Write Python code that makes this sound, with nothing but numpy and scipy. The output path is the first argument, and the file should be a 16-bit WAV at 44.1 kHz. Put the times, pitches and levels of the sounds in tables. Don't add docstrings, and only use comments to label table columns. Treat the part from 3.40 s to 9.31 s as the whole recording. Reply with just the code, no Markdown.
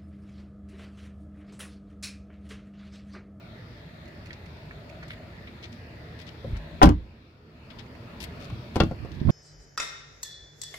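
import sys
import numpy as np
from scipy import signal
from scipy.fft import rfft, irfft, next_fast_len
from scipy.io import wavfile
from scipy.ndimage import uniform_filter1d

SR = 44100
rng = np.random.default_rng(int(sys.argv[2]) if len(sys.argv) > 2 else 0)


def store_wav(level_fs):
    pcm = np.round(np.clip(np.atleast_2d(level_fs), -1, 1) * 32767)
    wavfile.write(sys.argv[1], SR, pcm.T.astype(np.int16))


def elevation(decibels):
    levels = np.asarray(decibels, float)
    return 10 ** (levels / 20)


N = 260471

# [f/Hz, level/dB, t60/s]
FRONT_BODY = [(48.6, -39, 0.15), (95, -13, 0.27), (146, 1.5, 0.095), (216, -1, 0.23), (327, -5, 0.19),
              (420, -6, 0.11)]
# [f/Hz, level/dB, t60/s]
HANDLE = [(447, -0.5, 0.052), (575, -0.5, 0.092), (740, -6.5, 0.064), (1030, -7, 0.019), (1170, -10, 0.024),
          (1440, -25, 0.046), (2200, -32, 0.034)]


def level(x, db):
    return x * elevation(db) / np.sqrt(np.mean(x ** 2))


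def peak(x, db):
    return x * elevation(db) / np.abs(x).max()


def colour(x, table, lag=0.):
    size = next_fast_len(x.shape[-1] + 512)
    hz = np.arange(size // 2 + 1) * SR / size + 1e-3
    table_hz, table_db = np.array(table).T
    db = np.interp(np.log(hz), np.log(table_hz), table_db)
    delay = np.exp(-2j * np.pi * hz * lag / SR)
    return irfft(rfft(x, size) * elevation(db) * delay, size)[..., :x.shape[-1]]


def band(x, lo_hz, hi_hz):
    sos = signal.butter(2, [lo_hz, min(hi_hz, 20000)], "band", fs=SR, output="sos")
    return signal.sosfilt(sos, x)


def walk(rate_hz):
    k = int(SR / rate_hz)
    held = np.repeat(rng.standard_normal(N // k + 1), k)
    return 2.72 * uniform_filter1d(uniform_filter1d(held, k), k)[:N]


def add(out, s, x):
    i = int(s * SR)
    out[i:i + len(x)] += x[:N - i]


def grit(count, spread_db):
    return rng.standard_normal(count) * elevation(spread_db * rng.exponential(size=count))


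def ring(modes, t, stretch, blur):
    hz, db, t60_s = np.transpose(modes)[:, :, None]
    chance = rng.standard_normal((len(modes), 2))
    steps = rng.standard_normal((len(modes), len(t) // 32 + 1))
    wander = np.cumsum(np.repeat(steps, 32, axis=1)[:, :len(t)], axis=1)
    turns = hz * (1 + 0.018 * chance[:, 1:]) * t + blur * hz * wander / SR
    x = elevation(db + 2 * chance[:, :1]) * np.sin(2 * np.pi * turns)
    return np.sum(x * np.exp(-t * np.log(1000) / (t60_s * stretch)), axis=0)


def door(blows, body, panel, push_ms, crack_t60_s, crunch_db, top_db, ring_share, chatter_ms):
    # [f/Hz, level/dB]
    crack_colour = [(1200, -33.5), (2500, -2.5), (4000, -4), (5500, -4.5), (7500, -10), (10500, -11),
                    (13000, -14), (16000, -14)]
    out, t = np.zeros(N), np.arange(SR // 3) / SR
    short = t[:8000]
    chatter_s = chatter_ms / 1000
    top_hz, top_mode_db = panel[-1][:2]
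    outline = [(150, -25.0)] + [mode[:2] for mode in panel] + [(2.1 * top_hz, top_mode_db - 14)]
    roof = [(1.3 * top_hz, 0), (4 * top_hz, -40)]
    push = np.sin(np.pi * np.clip(t[:1000] * 1000 / push_ms, 0, 1))
    rise = np.clip(short / 0.0012, 0, 1)
    crunch_fall = np.exp(-short * np.log(1000) / (0.063 * ring_share))
    crack_fall = np.exp(-short / chatter_s) + 0.1 * np.exp(-short * np.log(1000) / crack_t60_s)
    for k, (s, panel_db, thump_db, crack_db) in enumerate(blows):
        thump = signal.fftconvolve(ring(body, t, ring_share, blur=.3), push)[:len(t)]
        contacts = grit(2000, 4.0) * np.exp(-t[:2000] / chatter_s)
        chatter = uniform_filter1d(contacts, size=9, origin=-4)
        rattle = signal.fftconvolve(ring(panel, short, ring_share, blur=.25), chatter)
        crunch = colour(grit(8000, 1), outline) * rise * crunch_fall
        crack = colour(grit(8000, 2.9) * rise * crack_fall, crack_colour)
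        crack = colour(crack, [(5000, 0.0014), (16000, top_db)])
        add(out, s, (-1) ** k * peak(thump, thump_db))
        add(out, s, peak(colour(rattle, roof), panel_db))
        add(out, s, peak(colour(crunch, roof), panel_db + crunch_db))
        add(out, s, peak(crack, crack_db + 4.5))
    return out


def duck(late_s):
    duck_s, duck_db = 3.416, -10
    sink_s, hold_s, climb_s = .17, 0.61, 0.32
    t = np.arange(N) / SR - duck_s
    sink = 1 - np.exp(-np.clip(t - late_s, 0, 9) / sink_s)
    return duck_db * sink * np.clip(1 - (t - hold_s) / climb_s, 0, 1)


def traffic_levels():
    # [t/s, level/dB]
    passing = [
        (0.0, -51),
        (1.2, -49.5),
        (2.6, -49.5),
        (3.4, -48.5),
        (4.5, -50),
        (4.75, -47.5),
        (5.0, -46),
        (5.6, -48.5),
        (5.91, -49),
    ]
    swell_db = np.interp(np.arange(N) / SR, *np.transpose(passing))
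    return swell_db + duck(0), swell_db + 11.5 + 0.92 * duck(late_s=.08)


def traffic(hiss_db, hum_db):
    # [f/Hz, level/dB per Hz]
    traffic_colour = [(28, -24.5), (50, -7), (70, -0.5), (120, -1), (250, -10), (450, -15.5), (580, -14),
                      (1000, -24), (1700, -22.5), (2800, -27.5), (4300, -27.5), (5500, -36), (8000, -55.5),
                      (15000, -73)]
    # [f/Hz, level/dB]
    open_air = [(90, -0.5), (300, 1), (430, 1.5), (650, -2), (1100, 3), (1950, -3), (2700, 1), (4000, -0.5)]
    back_out_s, move_s = 2.6, 1.23
    road, swell_db = 0, 0.14 * walk(0.8)
    near, far = (level(colour(rng.standard_normal(N), traffic_colour), 0) for _ in range(2))
    for hz in 24 * 2 ** np.arange(0, 9.1, .5):
        alike = np.clip(1.25 - hz / 900, 0, .98)
        left, other = band(near, hz, hz * 2 ** .5), band(far, hz, hz * 2 ** .5)
        right = alike * left + np.sqrt(1 - alike ** 2) * other
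        base_db = hum_db + 1.03 if hz < 420 else hiss_db + 14.5
        road = road + elevation(base_db + swell_db + .5 * walk(12)) * np.array([left, right])
    outside = np.clip((np.arange(N) / SR - back_out_s) / move_s, 0, 1)
    return road + outside * (colour(road, open_air) - road)


def self_noise(hiss_db):
    # [f/Hz, level/dB]
    hiss_colour = [(2000, 12), (9000, -4.5), (15500, -2)]
    hiss = level(colour(rng.standard_normal((2, N)), hiss_colour), -65)
    return hiss * elevation(1.1 * (hiss_db - hiss_db.mean()))


def scuffs():
    # [t/s, level/dB, length/s]
    grip = [
        (0.653, -61, .006),
        (0.676, -60, .0077),
        (0.855, -57, .018),
        (1.056, -58, .0073),
        (1.492, -57, 0.008),
        (1.966, -67, .006),
        (2.007, -71, .006),
        (4.46, -64, .0049),
        (4.548, -64, 0.013),
    ]
    # [t/s, level/dB, length/s, centre f/Hz]
    dry_scuffs = [(0.904, -42, .006, 3000), (.929, -43, 0.0053, 4140), (1.308, -43, .006, 1900),
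                  (1.621, -45.5, 0.017, 1730), (1.627, -49.5, 0.0068, 4270), (1.703, -37.5, .0056, 2800),
                  (2.068, -47, 0.018, 2820), (2.224, -43, 0.034, 3860), (2.863, -44.5, 0.028, 3750),
                  (3.134, -47.5, .038, 2070), (4.302, -44.5, 0.012, 3180), (4.384, -42, 0.018, 3500),
                  (5.715, -47.5, 0.0063, 4140), (5.799, -48.5, .006, 3830)]
    # [t/s, level/dB, length/s, centre f/Hz, fizz level/dB]
    wet_scuffs = [(1.68, -51, 0.007, 4500, -11), (1.69, -48.5, 0.05, 3220, -18),
                  (2.319, -52.5, 0.023, 4350, -18), (2.784, -46.5, 0.041, 3720, -19),
                  (3.165, -49, .0088, 4600, -15), (4.801, -37, 0.007, 4220, -14),
                  (4.81, -41.5, 0.015, 3900, -11), (4.823, -38, 0.021, 3900, -7.5),
                  (4.993, -50.5, 0.067, 4200, -17), (5.339, -48, 0.055, 3500, -16),
                  (5.736, -57, .028, 4330, -20.5)]
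    # [t/s, level/dB]
    facing = [
        (0.9, 5),
        (2.2, 1),
        (2.9, -13),
        (4.35, -10),
        (4.8, -3),
        (5.0, -12),
        (5.9, -7),
    ]
    grip_hz, grip_right_db = 4870, 20.5
    dry_fizz_db, grip_fizz_db = -29, -10
    out, t = np.zeros((2, N)), np.arange(SR // 8) / SR

    def facing_db(s):
        return np.interp(s, *np.transpose(facing))

    rows = [(*row, facing_db(row[0])) for row in wet_scuffs]
    rows += [(*row, dry_fizz_db, facing_db(row[0])) for row in dry_scuffs]
    rows += [(*row, grip_hz, grip_fizz_db, grip_right_db) for row in grip]
    for s, db, length_s, hz, fizz_db, right_db in sorted(rows):
        rise = np.clip(t / (.001 + 0.18 * length_s), 0, 1)
        shape = rise * np.exp(-np.clip(t - length_s, 0, 1) / .005)
        slips = uniform_filter1d(np.repeat(rng.exponential(size=50) + 1, 120), 60)[:len(t)]
        clicks = grit(len(t), 2.4) * slips * shape
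        scrape = band(band(clicks, hz / 2.4, hz * 1.3), hz / 2.0, hz * 1.45)
        fizz = band(band(clicks, 6500, 14500), 6000, 15000)
        over_db = 10 * np.log10(np.mean(shape ** 2))
        both = level(scrape, db + over_db) + level(fizz, db + fizz_db + over_db)
        add(out[0], s, both)
        add(out[1], s, both * elevation(right_db))
    return out


def palm():
    # [t/s, panel level/dB, thump level/dB, crack level/dB]
    pats = [
        (3.045, -29.5, -41, -64),
    ]
    # [f/Hz, level/dB, t60/s]
    trim = [(395, -4, 0.1), (563, 4, 0.085), (680, -24, 0.067), (900, -24.5, .05)]
    return door(pats, FRONT_BODY, trim, push_ms=4, crack_t60_s=.06, crunch_db=0, top_db=-12,
                ring_share=0.47, chatter_ms=5.5)


def swing():
    # [t/s, level/dB, hold/s, left minus right level/dB]
    gusts = [
        (3.067, -31.5, 0.066, 0.5),
        (3.342, -42, .01, 9),
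        (5.124, -33.5, .01, 1),
        (5.197, -47, 0.057, -1),
        (5.453, -24.5, .01, 0.5),
        (5.52, -34.5, .01, -1),
        (5.613, -42, .01, -23),
        (5.724, -36, 0.069, -10),
        (5.873, -25, .01, -18),
        (5.897, -19.5, .002, -22.5),
    ]
    rise_s, fall_s = 0.039, 0.038
    t, gain = np.arange(N) / SR, np.zeros((2, N))
    for s, db, hold_s, pan_db in gusts:
        shape = np.clip(1 + (t - s) / rise_s, 0, 1) * np.exp(-np.clip(t - s - hold_s, 0, 9) / fall_s)
        gain = np.maximum(gain, [shape * elevation(db + side * pan_db / 2) for side in (1, -1)])
    noise = rng.standard_normal(N) + 0.19 * rng.standard_normal((2, N))
    air = colour(noise, [(20, -26.0), (60, 2), (110, 3), (190, -7.0), (350, -17.5), (800, -57.0)])
    return level(air, -1.8) * uniform_filter1d(gain, size=400)


def stay():
    # [t/s, level/dB]
    notches = [
        (3.105, -32),
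        (3.130, -23.5),
        (3.168, -32),
    ]
    # [f/Hz, level/dB, t60/s]
    post = [(48, -3.5, 0.32), (69.4, 0, 0.15), (115, -13, 0.088)]
    out, t = np.zeros(N), np.arange(SR // 4) / SR
    for s, db in notches:
        add(out, s, peak(ring(post, t, 1, blur=0.18) * np.clip(t / 0.0065, 0, 1), db))
    return out


def slam():
    # [t/s, panel level/dB, thump level/dB, crack level/dB]
    blows = [(3.4155, -3.5, -17.5, -37.5), (3.421, -5, -19, -24), (3.425, -11, -13, -15),
             (3.430, -1, -1, -7), (3.434, -20.5, -8, -27), (3.439, -21, -3.5, -15.5), (3.445, -22, -6, -30),
             (3.456, -15.5, -9, -23), (3.464, -22.5, -9, -35.5), (3.472, -17.5, -8, -39),
             (3.490, -22.5, -8.5, -23), (3.493, -23, -12, -34), (3.509, -29, -19.5, -50)]
    # [f/Hz, level/dB, t60/s]
    rear_body = [(30.2, -9.5, 0.47), (58.8, -4.5, 0.42), (84.7, -4.5, 0.43), (134, -10, 0.45),
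                 (178.6, -1.5, 0.29), (239, 1, 0.18), (299, 5.5, 0.2), (384, -17, 0.18), (450, -17, 0.067)]
    # [f/Hz, level/dB, t60/s]
    rear_panel = [(550, 5, .1), (633, 8, 0.059), (737, 3, 0.097), (851, 14, 0.07), (1090, 10, 0.026),
                  (1210, 1.5, 0.1), (1390, 3, 0.04), (1470, 1.5, 0.089), (1730, -10, 0.054),
                  (2360, -18, 0.055), (2540, -8.5, 0.071)]
    return door(blows, rear_body, rear_panel, push_ms=1.9, crack_t60_s=.045, crunch_db=0.0, top_db=-8,
                ring_share=0.64, chatter_ms=3)


def cabin():
    # [f/Hz, level/dB, t60/s]
    air_modes = [(59, 0, .38), (29, -12, .45)]
    out, t = np.zeros(N), np.arange(SR // 2) / SR
    add(out, 3.437, -peak(ring(air_modes, t, 1, blur=.1), -10))
    return out


def latch():
    # [t/s, panel level/dB, thump level/dB, crack level/dB]
    blows = [
        (5.100, -40, -42, -44.5),
        (5.401, -11, -22, -25.5),
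        (5.404, -10, -13, -23),
        (5.409, -44, -8.5, -40),
        (5.418, -43, -12.5, -43),
        (5.435, -38, -8.5, -32),
        (5.897, -31, -20.5, -46),
    ]
    # [f/Hz, level/dB, t60/s]
    front_panel = [(540, 6, 0.027), (740, -2.5, 0.2), (960, 3, 0.049), (1150, 2, 0.038), (1370, -3.5, 0.17),
                   (1650, -3.5, 0.027), (1645, -1, 0.077), (2030, -12, 0.023), (2670, -4.5, 0.029),
                   (3500, -4.5, .025)]
    return door(blows, FRONT_BODY, front_panel, push_ms=1.54, crack_t60_s=0.027, crunch_db=1.5,
                top_db=-12, ring_share=0.46, chatter_ms=2.8)


def knocks():
    # [t/s, panel level/dB, thump level/dB, crack level/dB]
    blows = [
        (5.357, -19.5, -22.5, -27),
        (5.364, -20.5, -12, -30.5),
        (5.511, -27.5, -23, -49),
        (5.648, -32.5, -37.5, -51),
    ]
    return door(blows, FRONT_BODY, HANDLE, push_ms=1.4, crack_t60_s=0.054, crunch_db=1.0, top_db=-12,
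                ring_share=0.66, chatter_ms=4)


def buffets():
    # [t/s, panel level/dB, thump level/dB, crack level/dB]
    blows = [
        (5.814, -35, -12.5, -57),
        (5.851, -36, -14, -56),
        (5.872, -31, -22, -47),
        (5.888, -16, -4, -48),
    ]
    return door(blows, FRONT_BODY, HANDLE, push_ms=2.56, crack_t60_s=.06, crunch_db=-1.5, top_db=-8,
                ring_share=0.63, chatter_ms=7.2)


def lot(x):
    t60_s, echo_db = 0.13, -12
    t = np.arange(SR // 3) / SR
    tail = rng.standard_normal((2, len(t))) * 0.00094 ** (t / t60_s) * (t > .004)
    tail = colour(tail, [(150, -5), (500, 6.0), (3000, 5.5), (12000, -6.0)])
    tail = tail / np.sqrt(np.sum(tail ** 2) / 2)
    return elevation(echo_db) * signal.fftconvolve(x[None], tail, axes=1)[:, :N]


def scene():
    # [f/Hz, level/dB]
    hand_shade = [(2500, -1), (4000, -14), (8000, -2.5)]
    # [f/Hz, level/dB]
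    right_port = [(100, 0), (350, 2), (700, -4), (1300, -4.5), (2200, 4), (2900, -6), (3600, -24.5),
                  (4300, 2.5), (5400, -30), (7000, -20), (8500, -19.5), (10000, -43), (13000, -26),
                  (16000, -24.5)]
    hiss_db, hum_db = traffic_levels()
    road = traffic(hiss_db, hum_db)
    feet = scuffs()
    rear = slam() + cabin()
    front = palm() + latch() + knocks()
    around = road + lot(rear + front + elevation(-2) * feet[0]) + swing()
    left = rear + front + feet[0] + elevation(-6.5) * buffets() + around[0]
    right = colour(rear, hand_shade, lag=20.2) + colour(front, hand_shade, lag=4.1)
    right = right + colour(feet[1], hand_shade, lag=-8.0)
    right = colour(right + around[1] + buffets(), right_port)
    return np.array([left, right]) + self_noise(hiss_db) + stay()


def top_cut(x):
    return signal.sosfilt(signal.butter(12, 15700, fs=SR, output="sos"), x)


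def record(dry):
    rounded = dry / (1 + np.abs(dry) ** 6) ** (1 / 6)
    return top_cut(rounded)


dry = scene()
out = record(dry)
store_wav(out)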